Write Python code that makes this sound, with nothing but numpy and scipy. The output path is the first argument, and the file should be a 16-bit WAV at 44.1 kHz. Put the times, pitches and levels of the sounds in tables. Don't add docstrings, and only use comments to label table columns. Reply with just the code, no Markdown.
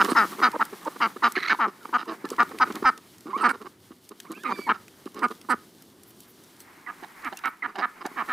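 import sys
import numpy as np
from scipy import signal
from scipy.fft import rfft, irfft
from scipy.io import wavfile
from scipy.ndimage import uniform_filter1d

SR = 44100
rng = np.random.default_rng(int(sys.argv[2]) if len(sys.argv) > 2 else 0)


def how_loud(loudness_db):
    steps = np.asarray(loudness_db, float) / 20
    return 10 ** steps


def bounce(signal):
    frames = np.transpose(np.atleast_2d(signal))
    limited = np.clip(frames, -1, 1)
    pcm = np.round(limited * 32767).astype(np.int16)
    wavfile.write(sys.argv[1], SR, pcm)


N = 366912

# [t/s, left-right level/dB]
FLOCK_SIDE = [(0.0, -9.5), (0.32, -2.5), (7.0, -8), (7.53, -4.5), (8.32, -4)]


def ducks():
    # [t/s, length/s, level/dB, pulse rate f/Hz, throat f/Hz]
    fading = [
        (0.0, 0.027, -11.5, 198.5, 1360),
        (.154, 0.1, -13, 234.9, 1350),
        (.419, 0.068, -13, 253.7, 1337),
        (1.006, 0.068, -16, 236.9, 1280),
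        (1.226, 0.06, -14, 241.3, 1280),
        (2.386, .048, -12.5, 239.7, 1280),
        (4.44, 0.098, -32.5, 263, 1210),
        (5.223, 0.041, -17, 243, 1280),
    ]
    # [t/s, length/s, level/dB, pulse rate f/Hz, throat f/Hz]
    held = [
        (1.591, 0.08, -19, 241.3, 1264),
        (1.931, 0.043, -17.5, 245, 1275),
        (2.603, 0.038, -13.5, 253.3, 1330),
        (2.844, 0.059, -14.5, 264, 1353),
        (3.431, 0.049, -15, 244.2, 1300),
        (5.491, 0.051, -19.5, 252.6, 1348),
    ]
    # [t/s, length/s, level/dB, pulse rate f/Hz, throat f/Hz]
    swelling = [
        (.595, .035, -22, 219, 1150),
        (4.488, 0.044, -31, 198.2, 840),
        (4.669, 0.035, -27, 215, 880),
    ]
    # [t/s, length/s, level/dB, pulse rate f/Hz, throat f/Hz]
    squawks = [
        (1.5, 0.037, -15.5, 245, 1780),
    ]
    # [t/s, length/s, level/dB, pulse rate f/Hz, throat f/Hz]
    distant = [
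        (6.866, 0.046, -35.5, 245, 1270),
        (7.231, .06, -32.5, 266, 1280),
        (7.626, .043, -29, 245, 1324),
        (7.813, 0.046, -24, 251, 1290),
        (8.163, .067, -28, 255.3, 1150),
        (8.28, 0.055, -27, 261.7, 1320),
    ]
    # [t/s, length/s, level/dB, pulse rate f/Hz, throat f/Hz]
    barked = [
        (3.488, .03, -23.5, 268, 1460),
        (4.695, 0.03, -18, 222.8, 1370),
        (7.441, 0.05, -25.5, 264.2, 1390),
    ]
    voice_of = { "fading": dict(swell_db_per_s=-120, sag_hz_per_s=650, glide_hz_per_s=-900, upper_db=-20, bill_db=-31, hum_db=-10.5, overtone_db=-2.5),
                "held": dict(swell_db_per_s=-21.5, sag_hz_per_s=910, glide_hz_per_s=-800, upper_db=-18, bill_db=-33, hum_db=-6, overtone_db=-35.5),
                "swelling": dict(swell_db_per_s=284, sag_hz_per_s=1200, glide_hz_per_s=9300, upper_db=-19, bill_db=-23.5, hum_db=1, overtone_db=-11),
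                "squawk": dict(firm_s=.01, swell_db_per_s=-170, sag_hz_per_s=2900, glide_hz_per_s=-22000, upper_db=-24, bill_db=-22, hum_db=-39, overtone_db=4),
                "barked": dict(swell_db_per_s=5, sag_hz_per_s=1000, glide_hz_per_s=-3000, upper_db=-17, bill_db=-34, hum_db=-30.5, overtone_db=-11.5),
                "distant": dict(swell_db_per_s=102, sag_hz_per_s=1800, glide_hz_per_s=530, upper_db=-11, bill_db=-26.5, hum_db=-19, overtone_db=8),
                }
    rasp_of = {"fading": (.12, .13, 1), "held": (.06, .08, 1), "swelling": (.2, .22, 1),
               "squawk": (.15, .12, .2), "distant": (.17, .15, 1), "barked": (.2, .2, .1)}
    # [t/s, length/s, level/dB, chest f/Hz]
    clucks_open = [(0.041, 0.025, -29.5, 334), (0.075, 0.044, -31.5, 402), (0.107, 0.025, -29, 290),
                   (0.384, 0.024, -35.5, 376), (0.959, 0.01, -40, 400), (1.161, 0.0096, -38.5, 382),
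                   (1.669, 0.034, -40, 334), (1.85, 0.0056, -34.5, 360), (1.889, 0.0057, -43, 348),
                   (2.072, 0.082, -40, 383.4), (2.242, 0.018, -37, 313), (2.296, 0.012, -44, 299),
                   (2.316, 0.029, -40, 412), (2.509, 0.015, -40.5, 426), (2.664, 0.03, -48.5, 331),
                   (2.973, 0.02, -53.5, 374), (3.292, 0.052, -46.5, 325), (3.366, 0.076, -38.5, 356.4),
                   (3.532, 0.028, -42, 399), (3.647, 0.029, -43, 306), (4.245, 0.016, -49, 318),
                   (5.304, 0.022, -40, 376.5), (7.678, 0.036, -48, 343), (8.102, 0.025, -61, 253)]
    # [t/s, length/s, level/dB]
    chirps = [
        (0.534, 0.022, -29.5),
        (0.857, 0.02, -28.5),
    ]
    # [t/s, length/s, level/dB, chest f/Hz]
    clucks_closed = [(0.309, 0.047, -44, 239.5), (0.725, 0.019, -43.5, 362), (2.427, 0.009, -40, 366),
                     (2.535, 0.033, -49.5, 364), (2.699, 0.016, -35.5, 315), (2.747, .03, -36.5, 275),
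                     (2.823, 0.0084, -33, 355), (3.257, 0.033, -44.5, 267.5), (3.603, 0.031, -46.5, 352),
                     (3.906, 0.026, -52.5, 261), (4.109, 0.019, -46.5, 356), (4.299, 0.038, -44, 277),
                     (4.363, 0.024, -53, 333), (4.575, 0.022, -43, 337), (4.609, 0.0092, -45, 258),
                     (5.059, 0.017, -44.5, 304), (5.151, 0.1, -47.5, 352), (5.441, 0.012, -52.5, 243)]
    # [t/s, length/s, level/dB, throat f/Hz]
    clucks_thin = [(0.804, 0.16, -53, 1150), (1.368, 0.021, -26.5, 1740), (1.41, 0.066, -42.5, 1800),
                   (1.537, .014, -31.5, 960), (1.971, 0.066, -38, 1260), (2.658, .03, -47, 1490),
                   (4.73, 0.041, -43.5, 1280), (7.025, 0.025, -38, 736), (7.321, 0.015, -33, 714),
                   (7.378, 0.03, -52, 1420), (7.746, 0.028, -36.5, 716), (7.775, 0.038, -29, 744),
                   (7.973, 0.011, -50, 1300), (8.005, 0.023, -38.5, 1140), (8.044, 0.03, -31, 710),
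                   (8.112, 0.009, -46, 1090)]
    # [from f/Hz, to f/Hz, share/0-1]
    cavities = [(1900, 2100, .3), (2400, 2620, .45), (3300, 3600, .7), (4400, 4600, .5)]

    soft, chest = np.zeros(N), np.zeros(N)
    kinds = dict(fading=fading, held=held, swelling=swelling, squawk=squawks, distant=distant, barked=barked)
    voices = np.zeros((2, N))
    for kind, rows in kinds.items():
        for row in rows:
            voices += quack(chest, row, rasp_of[kind], **voice_of[kind])
    for s, length, db, note_hz in clucks_open:
        cluck(soft, chest, s, length, db, db - 5.5, note_hz, throat_hz=1150)
        soft += hummed(s, db - 5, overtone_db=-19)
    for s, length, db in chirps:
        cluck(soft, chest, s + 0.0085, length, db, db - 4, note_hz=515, throat_hz=1030, upper_db=-28)
        soft += hummed(s, db + 2.5, overtone_db=-31)
    for s, length, db, note_hz in clucks_closed:
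        cluck(soft, chest, s, length, db - 0.5, db, note_hz, throat_hz=1150)
    for s, length, db, throat_hz in clucks_thin:
        cluck(soft, chest, s, length, db, db - 15, 325, throat_hz, upper_db=-14.5)

    side_db, = in_time(FLOCK_SIDE, np.arange(N) / SR)
    voices = voices + ears(soft, side_db)
    for low_hz, high_hz, share in cavities:
        voices = share * filtered(voices, 2, [low_hz, high_hz], "bandstop") + (1 - share) * voices
    voices = voices + ears(squeaks(), side_db)
    return filtered(voices, 4, 780, "high"), filtered(chest, 3, 520, "low")


def quack(chest, row, rasp, swell_db_per_s, sag_hz_per_s, glide_hz_per_s, upper_db, bill_db, hum_db,
          overtone_db, firm_s=0.045):
    # [t/s, left-right level/dB]
    places = [(0.0194, -2.0), (0.1585, 2), (0.4344, 0), (0.5955, -0.5), (1.0081, 0.5), (1.2301, -1),
              (1.503, -2), (1.6043, 1.5), (1.9275, 1.5), (2.3895, 1), (2.612, 0.0), (2.8534, -1.5),
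              (3.4401, -3.5), (3.494, -7), (4.4478, -6), (4.4994, -3), (4.6937, 0.5), (5.2305, -4.5),
              (5.4989, -6), (6.8653, -5.0), (7.235, -5), (7.4425, -5.5), (7.6291, -6.5), (7.8194, -5.5),
              (8.1693, -5), (8.2846, -2)]
    # [palate level/dB, bill root level/dB, mid bill level/dB, tip level/dB]
    heads = [(-0.5, -2, 0, 0.5), (-3, -7, -4.5, 1), (-1, -2, 0.5, 2), (-1, 4, -3, 0), (10.5, 8, -4.5, 6.5),
             (6, 1.5, 2, 4.5), (14, -16, -2.5, -4), (-4, 6, -1, 1), (-3, 8, -7, 1.5), (3, -17, -9, -6.5),
             (-8.5, 0, 2, 6), (-4.5, 0, -4, 6), (2.5, -13, -6, 5.5), (6.5, 0, 6.5, 8.5), (16, 5, 28, 19),
             (5.5, 0.5, 17, 17), (5, 8, 5, -8), (6.5, -11, -4, 0), (-0.5, -2, -9, 4.5), (-3, -5, 13, -1),
             (4, 0, 19, 6), (7, 3, 16.5, 8), (-10, 12, 10, -1), (-10, -1, 2, -9), (-2, -12, 10, 4),
             (-0.5, 0, 13, 4.5)]
    # [t/s, level/dB]
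    callers = [(0, -35.5), (2.9, -37.5), (3.4, -31.5), (5.6, -30.5), (6.8, -49), (8.32, -37.5)]
    # [f/Hz, width/Hz, level/dB]
    chest_modes = [(245, 580, 13.5), (340, 660, 3)]

    s, length, early_db, early_hz, throat_hz = row
    bird = np.argmin(np.abs(np.transpose(places)[0] - s - .005))
    chest_db, = in_time(callers, s)
    chest_db += 0.57 * (early_db + 19.5)
    held_s = 0.63 * length
    late_db = early_db + swell_db_per_s * held_s
    last_hz = throat_hz + glide_hz_per_s * held_s
    late_hz = early_hz - sag_hz_per_s * max(length - firm_s, 0)
    rows = [(s - .004, early_db - 2.5, 1.5 * early_hz, .85 * throat_hz, chest_db - 2),
            (s + .22 * length, early_db, early_hz, throat_hz, chest_db),
            (s + .78 * length, late_db, late_hz, last_hz, chest_db),
            (s + length, late_db - 10.5, .73 * late_hz, .92 * last_hz, chest_db + 1.5)]
    bill_db += 1.2 * (early_db + 12.5)
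    one = np.zeros(N)
    rough, uneven, shut_share = rasp
    call(one, chest, rows, rough, uneven, upper_db, bill_db, chest_modes, shut_share, heads[bird])
    one = one + hummed(s, early_db + hum_db, overtone_db)
    return ears(one, places[bird][1], lag=rng.integers(-1, 2))


def cluck(soft, chest, s, length, throat_db, chest_db, note_hz, throat_hz, upper_db=-16):
    shape = [(-.05, 3), (.2, 7), (.6, 3), (.95, -1)]   # (share of length, dB)
    rows = [(s + u * length, throat_db + d, 0.6 * note_hz, throat_hz, chest_db + d) for u, d in shape]
    call(soft, chest, rows, rough=.4, uneven=.15, upper_db=upper_db, bill_db=upper_db - 12,
         chest_modes=[(note_hz, 130, 0), (.7 * note_hz, 120, -12)])


def call(throat, chest, rows, rough, uneven, upper_db, bill_db, chest_modes, shut_share=1,
         head_db=(0, 0, 0, 0)):
    at, times, size, sizes = pulses(rows, rough, uneven)
    start_s, end_s = rows[0][0], last_s(rows)
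    level_db, pitch, centre_hz, chest_db = in_time(rows, times)
    sizes = sizes / np.sqrt(np.sum(sizes ** 2) / len(at)) * np.sqrt(SR / pitch)
    since_s = times - start_s
    shut = shut_share * np.exp(-(since_s / min(.012, .3 * (end_s - start_s))) ** 2)
    hz, width, colour_db = head_modes(since_s, since_s / (end_s - start_s), centre_hz,
                                      upper_db, bill_db, head_db, shut)
    level_db = level_db - 14 * shut
    add(throat, times, sizes * how_loud(level_db), rings(hz, width, colour_db, rise_s=.0004))

    chest_hz, chest_width, part_db = np.transpose(chest_modes)
    thud = rings(chest_hz[None], chest_width, part_db[None], rise_s=.0009)
    period = 1 / pitch_before_jitter(rows, at)
    thud_sizes = size ** 2.28 * np.sqrt(SR * period) * how_loud(chest_db[:len(at)])
    add(chest, times[:len(at)], thud_sizes, np.tile(thud, (len(at), 1)))


def last_s(rows):
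    return np.arange(rows[0][0], min(rows[-1][0], (N - 1) / SR), 1 / SR)[-1]


def pitch_before_jitter(rows, at):
    return in_time(rows, at)[1]


def pulses(rows, rough, uneven):
    t = np.arange(rows[0][0], min(rows[-1][0], (N - 1) / SR), 1 / SR)
    cycles = np.cumsum(in_time(rows, t)[1]) / SR
    at = t[1:][np.diff(np.floor(cycles + .9)) > 0]
    n = len(at)
    luck = rng.standard_normal((64, 8))[:n]
    period = 1 / pitch_before_jitter(rows, at)
    size = (1 + uneven * (-1) ** np.arange(n)) * how_loud(6 * rough * luck[:, 0])
    strays = [at + period * np.clip(.5 + .25 * luck[:, k], 0, 1) for k in (2, 3, 4)]
    jittered = np.clip(at + .14 * rough * period * luck[:, 1], 0, t[-1])
    times = np.clip(np.concatenate([jittered, *strays]), 0, t[-1])
    sizes = np.concatenate([size] + [.9 * rough * luck[:, k] for k in (5, 6, 7)])
    return at, times, size, sizes


def head_modes(since_s, done, centre_hz, upper_db, bill_db, head_db, shut):
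    # [ratio to main resonance, width/Hz, level/dB]
    throat_modes = [(.75, 190, -9.5), (1.001, 206.5, 0), (1.06, 560, -0.5)]
    # [f/Hz, width/Hz, level/dB]
    upper_modes = [(1740, 234, 5.5), (2140, 280, 0.5)]
    # [f/Hz, width/Hz, level/dB]
    bill_modes = [(2813, 440, 10), (3660, 597, 11.5), (4786, 183, -5), (6170, 450, -9)]

    ratio, width, mode_db = np.transpose(throat_modes)
    still_hz, still_width, still_db = np.transpose([*upper_modes, *bill_modes])
    still_db = still_db + np.repeat([upper_db + 4.5, bill_db + 12.0], [len(upper_modes), len(bill_modes)])
    still_db = still_db + np.array([0, *head_db, head_db[-1]])
    own = rng.standard_normal((2, len(still_hz)))
    still_hz, still_db = still_hz * (1 + .035 * own[0]), still_db + 1.5 * own[1]
    n = len(done)
    hz = np.hstack([centre_hz[:, None] * ratio, np.outer(1.04 - .08 * done, still_hz)])
    hz[:, -6:] *= 1 + .03 * rng.standard_normal((256, 6))[:n]
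    colour_db = np.tile(np.concatenate([mode_db, still_db]), (n, 1))
    colour_db[:, -6:] += 2.5 * rng.standard_normal((256, 6))[:n] + 4 - 8 * done[:, None]
    colour_db[:, -4:] -= 250 * np.maximum(since_s - .055, 0)[:, None]
    colour_db[:, -6:] -= 12 * shut[:, None]
    return hz, np.concatenate([width, still_width]), colour_db


def rings(hz, width, level_db, rise_s):
    t = np.arange(600)[:, None] / SR
    wave = how_loud(level_db)[:, None] * np.exp(-np.pi * width * t) * np.sin(2 * np.pi * hz[:, None] * t)
    wave = wave.sum(axis=2) * (1 - np.exp(-t[:, 0] / rise_s)) ** 2
    return wave / np.sqrt((wave ** 2).sum(axis=1, keepdims=True))


def hummed(s, level_db, overtone_db):
    opening_s, first_hz, sag_hz_per_s = 0.021, 1054, 13000
    out, t = np.zeros(N), np.arange(int(opening_s * SR)) / SR
    phase = 2 * np.pi * (first_hz * t - .5 * sag_hz_per_s * t ** 2)
    note = np.sin(phase) + how_loud(overtone_db) * np.sin(2 * phase)
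    note = note * np.sin(np.pi * (t / opening_s) ** 1.2)
    add(out, np.array([max(s - .005, 0)]), [how_loud(level_db)], [note])
    return out


def squeaks():
    # [t/s, f/Hz, level/dB, second partial level/dB]
    long_squeak = [(4.255, 880, -50, -64), (4.29, 1300, -57, -76), (4.35, 1500, -60, -74),
                   (4.415, 1720, -55, -60), (4.46, 2000, -56, -80), (4.52, 2390, -47, -56),
                   (4.61, 2280, -46, -57), (4.64, 2320, -45, -55), (4.695, 2090, -45, -56)]
    # [t/s, length/s, level/dB, first f/Hz, last f/Hz]
    peeps = [
        (3.296, .024, -39, 1023, 1253),
        (3.329, 0.042, -25.5, 992, 1190),
        (3.408, 0.02, -24, 1280, 1320),
    ]
    # [t/s, length/s, level/dB, first f/Hz, last f/Hz]
    pipes = [
        (1.81, .03, -52, 1500, 1250),
        (2.055, .018, -46, 1150, 800),
        (4.26, .016, -57, 2200, 2300),
        (4.335, .045, -49, 2230, 2800),
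        (4.375, .03, -56, 2450, 2500),
        (4.537, .02, -50, 3500, 3750),
        (4.555, .022, -50, 2000, 1150),
        (6.862, .018, -40, 2100, 1850),
        (7.365, .025, -48, 2600, 2950),
        (7.622, .016, -31, 2150, 1850),
    ]
    # [t/s, length/s, level/dB]
    squeal_bursts = [
        (1.352, 0.025, -33),
        (1.381, 0.03, -36.5),
        (1.412, 0.011, -42.5),
        (1.425, 0.017, -33),
        (1.442, 0.025, -35),
        (1.47, .028, -35.5),
    ]
    # [t/s, f/Hz, level/dB, second partial level/dB]
    whine = [(4.432, 1750, -46, -64), (4.447, 1260, -36, -56), (4.465, 1230, -31, -48),
             (4.48, 1260, -35, -54), (4.505, 1200, -37, -58)]

    high_hz, low_hz, low_rise_hz_per_s = 2134, 1280, 2200
    squeal = np.zeros(N)
    for s, length, db in squeal_bursts:
        squeal += whistle(burst(s, length, db, high_hz, .96 * high_hz, -5.5), .9)
        squeal += whistle(burst(s, length, db - 1.5, low_hz, low_hz + low_rise_hz_per_s * length, -13), .9)
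    squeal = squeal * (1 + .45 * drift(3000)) + 4.0 * squeal ** 2
    out = filtered(squeal, 2, 5500, "low") + whistle(whine, .55) + whistle(long_squeak, .2)
    out += sum(whistle(burst(*peep, -20.5), .2) for peep in peeps)
    return out + sum(whistle(burst(*pipe, -30), .45) for pipe in pipes)


def whistle(rows, rasp):
    out, i = np.zeros(N), np.arange(int(rows[0][0] * SR), int(rows[-1][0] * SR))
    pitch, first_db, second_db = in_time(rows, i / SR)
    phase = 2 * np.pi * np.cumsum(pitch * (1 + .04 * rasp * drift(120, i))) / SR
    flutter = how_loud(3.5 * rasp * drift(90, i))
    flutter = flutter * (1 + rasp * drift(500, i) + .6 * rasp * np.sin(phase / 7.3))
    fade = signal.windows.tukey(len(i), min(.2, .02 * SR / len(i))) * np.sqrt(2) * flutter
    overtone = how_loud(second_db) * np.sin(2 * phase) * np.clip(1 + .35 * drift(60, i), 0, 2)
    out[i] = fade * (how_loud(first_db) * np.sin(phase) + overtone)
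    return out


def burst(s, length, db, first_hz, last_hz, overtone_db):
    return [(s + u * length, first_hz + u * (last_hz - first_hz), db + d, db + d + overtone_db)
            for u, d in [(0, -2.5), (.5, 0.0055), (1, -2.5)]]


def coos():
    # [t/s, length/s, level/dB, f/Hz, tilt/dB per partial]
    coo_rows = [
        (1.365, .025, -27, 368, -12.5),
        (2.073, 0.069, -33.5, 330, -10),
        (2.242, 0.036, -49, 440, 3),
        (5.15, 0.054, -46, 280, -7.5),
    ]
    out = np.zeros(N)
    for s, length, db, hz, tilt_db in coo_rows:
        i = np.arange(int(s * SR), int((s + length) * SR))
        phase = 2 * np.pi * np.cumsum(hz * (1 + .015 * drift(60, i))) / SR
        partials = sum(how_loud(db + tilt_db * k) * np.sin((k + 1) * phase) for k in range(4))
        out[i] = signal.windows.tukey(len(i), .5) * partials
    return out


def low_notes():
    # [t/s, length/s, level/dB, first f/Hz, last f/Hz]
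    notes_low = [
        (5.138, 0.081, -50, 1050, 1150),
        (6.877, 0.033, -51.5, 326, 242),
        (7.035, 0.026, -46, 800, 765),
        (7.248, .046, -43.5, 340, 206),
        (7.322, .024, -39.5, 778, 750),
        (7.456, 0.037, -43.5, 338, 226),
        (7.642, .035, -46.5, 335, 231),
        (7.775, 0.031, -41.5, 794, 746),
        (8.052, .026, -39, 795, 760),
    ]
    return sum(whistle(burst(*note, -30), .2) for note in notes_low)


def thumps():
    # [t/s, peak level/dB]
    thump_rows = [
        (0.159, -51),
        (0.429, -44),
        (1.019, -73),
        (1.239, -63),
        (1.509, -66),
        (2.389, -49),
        (2.608, -49),
        (2.85, -41),
    ]
    return bumps(thump_rows, 3.5, int(.006 * SR))


def puffs():
    # [t/s, peak level/dB]
    puff_rows = [(0.085, -27.5), (2.2894, -41), (2.8594, -40.5), (3.398, -38), (3.436, -40), (3.48, -34.5),
                 (5.216, -40.5), (5.486, -30), (6.5863, -45.5), (7.2469, -56), (7.457, -53)]
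    hiss = [(2500, -31), (4300, 4.5), (6200, -12), (7600, -8), (8200, 8.5), (8900, -4), (9800, 1), (15800, -26)]
    return bumps(puff_rows, -8.5, 2200) * coloured(hiss, width=0.041)


def ticks():
    # [t/s, peak level/dB, ring f/Hz]
    tick_rows = [(0.0468, -19, 3800), (0.517, -32.5, 4330), (0.6524, -29.5, 11650), (0.85, -36, 6070),
                 (1.321, -26, 10400), (2.0556, -40, 2830), (2.2533, -34.5, 4600), (2.2892, -33, 3430),
                 (2.3027, -25.5, 4800), (2.364, -35, 3000), (2.4306, -31.5, 4240), (2.5868, -25, 2550),
                 (2.694, -44, 3230), (2.7234, -29, 3070), (2.7547, -24, 3120), (2.977, -32, 3600),
                 (3.1823, -41.5, 6480), (3.2076, -40, 5300), (3.3782, -40, 3510), (3.492, -24.5, 2710),
                 (3.616, -41, 2460), (3.623, -43, 3670), (4.091, -34, 8900), (4.2015, -25.5, 3230),
                 (4.3175, -33, 9600), (4.3245, -35, 4540), (4.4347, -30, 2520), (4.8812, -34, 2410),
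                 (5.0569, -37, 3620), (5.145, -36, 4510), (5.1924, -32, 3400), (5.283, -36, 3230),
                 (5.308, -40, 3460), (5.414, -35, 3380), (5.8222, -38.5, 8710), (6.034, -38.5, 9200),
                 (6.2046, -37, 8200), (6.4373, -43, 8650), (6.6038, -36, 7670), (7.223, -43, 2500),
                 (7.2469, -30.5, 2640), (7.3718, -28.5, 5600), (7.3894, -34, 3310), (7.4564, -30, 3550),
                 (7.7583, -41, 4360), (7.7863, -34.5, 2630), (8.0563, -46, 3500), (8.0629, -25.5, 4130)]
    out, t = np.zeros(N), np.arange(260) / SR
    s, peak_db, hz = np.transpose(tick_rows)
    noise = [filtered(row, 1, [f / 2, min(2 * f, 15000)], "band")
             for f, row in zip(hz, rng.standard_normal((len(s), 260)))]
    ring = np.sin(2 * np.pi * hz[:, None] * t)
    add(out, s, how_loud(peak_db - 4.0), np.exp(-t / 0.003) * (1.4 * np.array(noise) + .3 * ring))
    return filtered(out, 2, 1500, "high")


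def swishes():
    # [t/s, peak level/dB]
    swish_rows = [
        (6.05, -52),
        (6.17, -57),
        (6.26, -52.5),
        (6.57, -53),
        (7.23, -56),
        (7.35, -65),
        (7.44, -50),
    ]
    hiss = [(8000, -30), (11000, -2), (14000, -4), (15800, -2)]
    return bumps(swish_rows, 0, 3500) * coloured(hiss, width=.03)


def lawn():
    # [t/s, rustle level/dB]
    bustle = [(0.0, -41.5), (0.67, -52.5), (1.5, -54.5), (1.67, -59.5), (2.76, -52.5), (2.99, -60),
              (3.31, -59.5), (4.1, -63), (4.59, -54.5), (4.75, -58.5), (7.09, -60.5), (7.28, -59.5),
              (7.69, -65.5), (8.32, -56.5)]
    # [t/s, murmur level/dB, far flock level/dB, ground level/dB]
    spots = [(0, -58.5, -60, -96), (2.8, -52, -52.5, -67), (3, -55, -61, -70), (6.45, -54, -63, -67.5),
             (6.55, -54, -55.5, -71), (6.75, -56, -52.5, -67), (7.0, -54.5, -49, -95),
             (7.3, -56.5, -48.5, -101), (8.32, -54, -48.5, -96)]
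    # [f/Hz, level/dB per Hz]
    rustle_spectrum = [(900, -47.5), (1800, -14), (3000, 6), (4700, 4.5), (7300, 0.5), (9000, 2),
                       (15800, -1)]
    # [f/Hz, level/dB per Hz]
    rumble_spectrum = [(25, -68.5), (65, -43.5), (120, -25.5), (180, -13.5), (367, -13), (486, -22.5),
                       (1800, -37), (3960, -120)]
    ground_spectrum = [(20, -56), (40, -14), (100, 7.0), (140, 5.5), (300, -73.0)]
    gabble_spectrum = [(500, -32.5), (900, -17.5), (1350, -19.0), (2200, -20.0), (3500, -43.5)]

    t = np.arange(N) / SR
    bustle_db, = in_time(bustle, t)
    swing_db = bustle_db - bustle_db.mean()
    murmur_db, far_db, ground_db = in_time(spots, t)
    snaps = (rng.random(N) < 40 * how_loud(5 * drift(6)) / SR) * rng.exponential(1, N) * 60
    crackle = 1 + .55 * uniform_filter1d(snaps, size=60)
    rustle = coloured(rustle_spectrum, width=.04) * crackle * how_loud(bustle_db + 0.5 + 2 * drift(22))
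    rumble = coloured(rumble_spectrum, width=0.03) * how_loud(murmur_db + swing_db + 0.69 * drift(16.0))
    ground = coloured(ground_spectrum, width=0.04) * how_loud(ground_db + 3.9 * drift(5.4))
    gabble = coloured(gabble_spectrum, width=0.42) * how_loud(far_db + swing_db + 3 * drift(28))
    return rustle + rumble + ground + gabble


def yard(x):
    t60_s = 0.19
    t = np.arange(SR // 3) / SR
    tail = rng.standard_normal((2, len(t))) * how_loud(-60 * t / t60_s) * (t > .02)
    tail = filtered(tail + 0.65 * tail[::-1], 2, [900, 2600], "band")
    return signal.fftconvolve(x[None], tail / np.sqrt(np.sum(tail ** 2) / 2), axes=1)[:, :N]


def filtered(x, order, hz, kind):
    return signal.sosfilt(signal.butter(order, hz, kind, fs=SR, output="sos"), x)


def in_time(rows, t):
    s, *columns = np.transpose(rows)
    return [np.interp(t, s, c) for c in columns]


def drift(rate_hz, at=slice(None)):
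    knots = rng.standard_normal(int(N / SR * rate_hz) + 2)
    return np.interp(np.arange(N)[at] / SR * rate_hz, np.arange(len(knots)), knots)


def coloured(spectrum, width):
    hz, level_db = np.transpose(spectrum)
    f = np.maximum(np.arange(N // 2 + 1) * SR / N, 1)
    gain = how_loud(np.interp(np.log(f), np.log(hz), level_db))
    mid, side = irfft(rfft(rng.standard_normal((2, N))) * gain, N)
    x = mid + width * side * [[1], [-1]]
    return x / np.sqrt(np.mean(x ** 2) + 1e-20)


def ears(x, pan_db, lag=0):
    return np.array([np.roll(x, lag) * how_loud(pan_db / 2), x * how_loud(-pan_db / 2)])


def add(out, at_s, sizes, grains):
    for i, size, grain in zip((at_s * SR).astype(int), sizes, grains):
        out[i:i + len(grain)] += size * grain[:N - i]


def bumps(rows, gain_db, samples):
    out = np.zeros(N)
    s, peak_db = np.transpose(rows)
    add(out, s, how_loud(peak_db + gain_db), np.tile(np.hanning(samples), (len(s), 1)))
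    return out


def scene():
    near, chest = ducks()
    t = np.arange(N) / SR
    echo_db = np.where(t > 6, -27, -32.5)
    echo = yard(near.mean(axis=0) * how_loud(echo_db))
    chest = ears(chest, 0.11 * in_time(FLOCK_SIDE, t)[0])
    birds = filtered(near + chest, 6, 205, "high")
    birds = birds + ears(coos(), -0.94) + ears(low_notes(), -0.28)
    return birds + echo + thumps() + puffs() + ticks() + swishes() + lawn()


def band_limit(x):
    return signal.sosfilt(signal.butter(12, 16510, fs=SR, output="sos"), x)


def record(dry):
    top = signal.cheby2(12, 50, 16100, fs=SR, output="sos")
    return band_limit(signal.sosfilt(top, dry))


dry = scene()
out = record(dry)
bounce(out)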